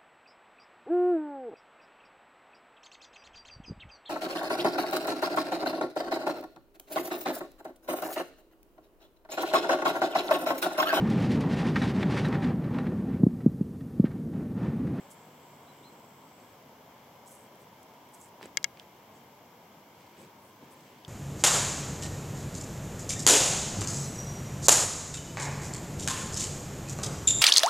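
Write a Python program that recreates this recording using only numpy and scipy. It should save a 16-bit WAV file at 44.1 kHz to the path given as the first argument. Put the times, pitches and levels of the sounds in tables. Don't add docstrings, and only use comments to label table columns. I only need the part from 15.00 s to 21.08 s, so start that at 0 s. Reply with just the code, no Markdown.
import sys
import numpy as np
from scipy import signal
from scipy.fft import rfft, irfft, next_fast_len
from scipy.io import wavfile
from scipy.ndimage import uniform_filter1d, map_coordinates

SR = 44100
rng = np.random.default_rng(int(sys.argv[2]) if len(sys.argv) > 2 else 0)


def bounce(signal):
    frames = np.transpose(np.atleast_2d(signal))
    limited = np.clip(frames, -1, 1)
    pcm = np.round(limited * 32767).astype(np.int16)
    wavfile.write(sys.argv[1], SR, pcm)


N = 268128


def amp(db):
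    return 10 ** (np.asarray(db) / 20)


def unit(x):
    return x / np.sqrt(np.mean(x ** 2) + 1e-20)


def clock():
    return np.arange(N) / SR


def along(points, hz):
    f, values = np.transpose(points)
    return np.interp(np.log(hz + 1), np.log(f + 1), values)


def wobble(rate):
    values = rng.standard_normal(int(N * rate / SR) + 4)
    return map_coordinates(values, [np.arange(N) * rate / SR])


def filtered(x, response):
    n = x.shape[-1]
    padded = next_fast_len(n + 8192)
    return irfft(rfft(x, padded) * response(np.fft.rfftfreq(padded, 1 / SR)), padded)[..., :n]


def resonance(f, hz, width):
    return 1j * f * width / (hz * hz - f * f + 1j * f * width)


def spread(pair, spectrum):
    # f/Hz, likeness
    alike = [(25, 1), (60, 1), (130, 1), (290, 1), (640, 0.94), (1000, 0.79), (1410, 0.35), (3100, 0.55),
             (7000, 1), (11000, 0.17)]

    def response(f):
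        angle = np.arccos(np.clip(along(alike, f), -1, 1)) / 2
        return spectrum(f) * np.array([np.cos(angle), np.sin(angle)])
    mid, side = filtered(pair, response)
    return unit(np.array([mid + side, mid - side]))


def rush(points):
    return spread(rng.standard_normal((2, N)), lambda f: amp(along(points, f)))


def patchy(x, depth_db, size=256):
    patches = signal.stft(x, nperseg=size)[2]
    field = rng.standard_normal(patches.shape[1:])
    field = uniform_filter1d(field, size=4, axis=0)
    field = uniform_filter1d(field, size=7, axis=1)
    return signal.istft(patches * amp(depth_db * unit(field)), nperseg=size)[1][:, :x.shape[1]]


def crackle(size, rate, scatter_db):
    hits = rng.random(size) < rate / SR
    return unit(hits * amp(scatter_db * rng.standard_normal(size)) * rng.standard_normal((2, size)))


def swell(t, rise, fall):
    return np.exp(-.5 * (t / np.where(t < 0, rise, fall)) ** 2)


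def add(out, s, sound):
    start = round(s * SR)
    skip = max(-start, 0)
    part = sound[..., skip:N - start]
    out[:, start + skip:start + skip + part.shape[-1]] += part


def tap(scuff_db, fade_s):
    t = np.arange(SR // 10) / SR
    return (t == 0) + amp(scuff_db - 60 * t / fade_s) * rng.standard_normal((2, len(t)))


def background():
    # f/Hz, level/dB
    rumble_shape = [(20, -42), (50, -36), (65, -13), (85, -7), (110, -2.5), (145, -0.5), (180, -1.5),
                    (230, 0.5), (300, -2), (380, -7), (550, -9.5), (900, -49)]
    # f/Hz, level/dB
    roar_shape = [(50, -80), (200, -53), (350, -4.5), (480, -2), (700, -0.5), (840, -0.5), (970, 2.5),
                  (1130, -4.5), (1400, -9.5), (1900, -15), (3500, -50)]
    # f/Hz, level/dB
    outdoor_shape = [(700, 2.5), (1300, -5.5), (1650, 3.5), (1880, -3.5), (2100, 8), (2380, 4), (2580, -1),
                     (2830, 3), (3000, 3), (3250, 3.5), (3800, -5.5), (5500, -18.5), (9000, -18.5)]
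    t = clock()
    rumble_db, roar_db, sway_db = -60 - 0.12 * t, -56 - 0.3152 * t, .4
    rumble = amp(rumble_db + sway_db * wobble(12)) * unit(patchy(rush(rumble_shape), 1, size=4096))
    roar = amp(roar_db + sway_db * wobble(5.8)) * unit(patchy(rush(roar_shape), 1, size=2048))
    outdoor_noise = amp(roar_db - 6.5 + sway_db * wobble(4.52)) * rush(outdoor_shape)
    engine_hz = 146 + 2.3 * wobble(6)
    engine = unit(np.sin(2 * np.pi * np.cumsum(engine_hz) / SR))
    drone = amp(-66 + 1.8 * wobble(9)) * swell(t - 0.3, rise=0.12, fall=0.89) * engine
    return rumble + drone + (roar + outdoor_noise) * amp([[.7], [-.7]])


def insect():
    t = clock()
    db, hz = -73 - 2 * t, 7560 + 140 * t
    stop_s, release_s, blur_hz = 1.6, 0.066, 640
    singing = np.clip((stop_s - t) / release_s, 0, 1)
    blur = filtered(rng.standard_normal((2, N)), lambda f: 1 / (1 + np.abs(f / blur_hz) ** 3))
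    tone = np.sin(2 * np.pi * np.cumsum(hz + 60 * wobble(13)) / SR)
    buzz = unit(blur * tone)
    return singing * amp(db + wobble(13)) * buzz * amp([[-1], [2]])


def bird():
    # t/s, length/s, relative level/dB, start/Hz, top/Hz, end/Hz
    chirps = [(.658, 0.067, -68.5, 3030, 4260, 3830), (0.825, 0.064, -64.5, 3330, 4170, 4080)]
    glide_s, echo_db, echo_s = .016, -5, .25
    out = np.zeros((2, N))
    for s, length, db, start_hz, top_hz, end_hz in chirps:
        t = np.arange(round(length * SR)) / SR
        glide = (start_hz - top_hz) * np.exp(-(t / glide_s) ** 2)
        pitch = top_hz + glide + (end_hz - top_hz) * t / length
        loudness = amp(db + 4.5) * np.sqrt(np.sin(np.pi * t / length))
        add(out, s, loudness * np.sin(2 * np.pi * np.cumsum(pitch) / SR))
    t = np.arange(SR // 3) / SR
    tail = rng.standard_normal((2, len(t))) * amp(-60 * t / echo_s)
    echo = signal.fftconvolve(out, tail / np.linalg.norm(tail[0]), axes=1)[:, :N]
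    return out + amp(echo_db) * echo


def hand_rubs():
    # t/s, scrape/dB, rumble/dB, length/s
    rubs = [(3.438, -54, -54, 0.049), (3.807, -62.5, -83, .037), (5.024, -65, -82, .16),
            (5.212, -61, -54, 0.094), (5.64, -73, -55, 0.064), (5.833, -65.5, -63.5, 0.49)]
    rise_share = 0.36
    slips = crackle(N, rate=3500, scatter_db=2)
    scrape = spread(slips, lambda f: resonance(f, hz=2080, width=3200) ** 2)
    rumble = spread(rng.standard_normal((2, N)), lambda f: resonance(f, hz=270, width=420) ** 2)
    out = np.zeros((2, N))
    for s, scrape_db, rumble_db, length in rubs:
        loudness = swell(clock() - s, rise_share * length, (1 - rise_share) * length)
        out += loudness * (amp(scrape_db) * scrape + amp(rumble_db) * rumble)
    return out


def shell(f, damping):
    # f/Hz, width/Hz, left level/dB, right level/dB
    modes = [(900, 49, -20.5, -22.5), (1320, 78, -19, -27), (1665, 106, -10, -12), (2159, 96, 1, -9),
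             (2830, 77, -32, -11), (3236, 146, -10, -11), (3950, 170, -29, -12), (4635, 195, -7.5, -36),
             (5260, 460, -10, -20.5), (5820, 260, -8, -17), (6640, 320, -6, -16.5), (7560, 490, -15.5, -27),
             (8200, 270, -35, -21.5), (10250, 710, -33, -45), (15100, 1500, -33, -46)]
    ring = sum((-1) ** k * amp([[left], [right]]) * resonance(f, hz, damping * width)
               for k, (hz, width, left, right) in enumerate(modes))
    delay_s = np.array([[0], [.00003]])
    bass_cut = 1j * f / (1j * f + 700)
    return ring * np.exp(-2j * np.pi * f * delay_s) * bass_cut


def camera_knocks():
    # t/s, strength/dB, damping by the finger (a factor on ring width)
    clicks = [(3.5716, 22, 0.88), (3.6428, 22.5, 0.85)]
    # t/s, strength/dB, f/Hz, width/Hz
    ticks = [(3.429, -11.5, 2090, 2130), (3.4581, -22.5, 7240, 2400), (3.6294, -20, 4800, 3400),
             (3.7727, -16.5, 2300, 900), (3.7976, -8, 3370, 1090), (6.0490, -7, 3400, 690)]
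    # t/s, strength/dB, f/Hz
    bumps = [(3.4123, -6.5, 660), (3.4533, -28, 368), (3.457, -1.5, 360)]
    out = np.zeros((2, N))
    hit = 1.0 * (np.arange(SR // 10) == 0)
    for s, db, damping in clicks:
        click = amp(db) * filtered(hit, lambda f: shell(f, damping))
        add(out, s, click)
        ground_echo = filtered(click, lambda f: 1 / (1 + 1j * f / 2200) ** 2)
        add(out, s + 0.015, amp(-28) * ground_echo)
    bright_snap = lambda f: amp(-10) * resonance(f, hz=4440, width=1450) ** 2
    for s, db, hz, width in ticks:
        contact = tap(scuff_db=-22, fade_s=.014)
        tick = filtered(contact, lambda f: resonance(f, hz, width) ** 2 + bright_snap(f))
        add(out, s, amp(db) * tick)
    for s, db, hz in bumps:
        add(out, s, amp(db) * filtered(hit, lambda f: resonance(f, hz, 2 * hz) ** 3))
    return out


def snakes_in_grass():
    # t/s, level/dB, length/s, strongest f/Hz
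    strokes = [(0.116, -56.5, 0.025, 7540), (2.276, -59.5, 0.025, 7200), (2.309, -61, 0.057, 10000),
               (2.325, -60.5, 0.055, 7800), (2.405, -66.5, 0.067, 8200), (2.611, -69.5, .035, 8000),
               (3.147, -60, 0.029, 8200), (3.223, -58.5, 0.057, 8100), (4.157, -70.5, .048, 7300),
               (5.208, -65, 0.055, 7350), (5.451, -71.5, 0.071, 9400), (5.724, -64.5, 0.029, 8660),
               (5.8, -74, 0.13, 7050)]
    # t/s, peak level/dB, f/Hz
    snaps = [(2.556, -52.5, 9000), (2.831, -46, 8200), (3.089, -53, 9050), (5.808, -49, 6000)]
    rise_share, brisk_s = .38, 0.039
    out = np.zeros((2, N))
    t = np.arange(-SR // 4, SR // 2) / SR
    for s, db, length, hz in strokes:
        width = hz * (brisk_s / length) ** .5
        slips = patchy(crackle(len(t), rate=4000, scatter_db=3), depth_db=3)
        blades = spread(slips, lambda f: resonance(f, hz, width) ** 4)
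        loudness = amp(db) * swell(t, rise_share * length, (1 - rise_share) * length)
        add(out, s + t[0], loudness * blades)
    for s, db, hz in snaps:
        snap = filtered(tap(scuff_db=-13, fade_s=0.013), lambda f: resonance(f, hz, .6 * hz) ** 2)
        add(out, s, amp(db) * snap / np.abs(snap).max())
    touches = crackle(N, rate=50, scatter_db=2.5)
    stirring = spread(touches, lambda f: resonance(f, hz=5000, width=5000) ** 2)
    return (out + amp(-85) * stirring) * amp([[-.7], [.7]])


def scene():
    return snakes_in_grass() + camera_knocks() + hand_rubs() + bird() + insect() + background()


def record(dry):
    # f/Hz, gain/dB
    openings = [(6500, 0), (8100, 5), (8600, 2), (9100, -2), (9800, 3), (11000, 4.5)]
    # f/Hz, level/dB
    hiss_shape = [(500, -26), (4000, -0.5), (5500, 2.5), (7000, -1), (8200, -5), (9100, -16.5),
                  (9900, -5.5), (10800, -6.5), (12000, -0.5), (14000, 2), (16000, -1.5)]
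    # f/Hz, gain/dB
    wind_filter = [(25, -10), (50, -11), (65, -3), (85, 0)]
    top_hz = 15850
    heard = filtered(dry, lambda f: amp(along(openings, f)))
    hiss = unit(filtered(rng.standard_normal((2, N)), lambda f: amp(along(hiss_shape, f))))
    return filtered(heard + amp(-64) * hiss, lambda f: amp(along(wind_filter, f)) * (f < top_hz))


dry = scene()
out = record(dry)
bounce(out)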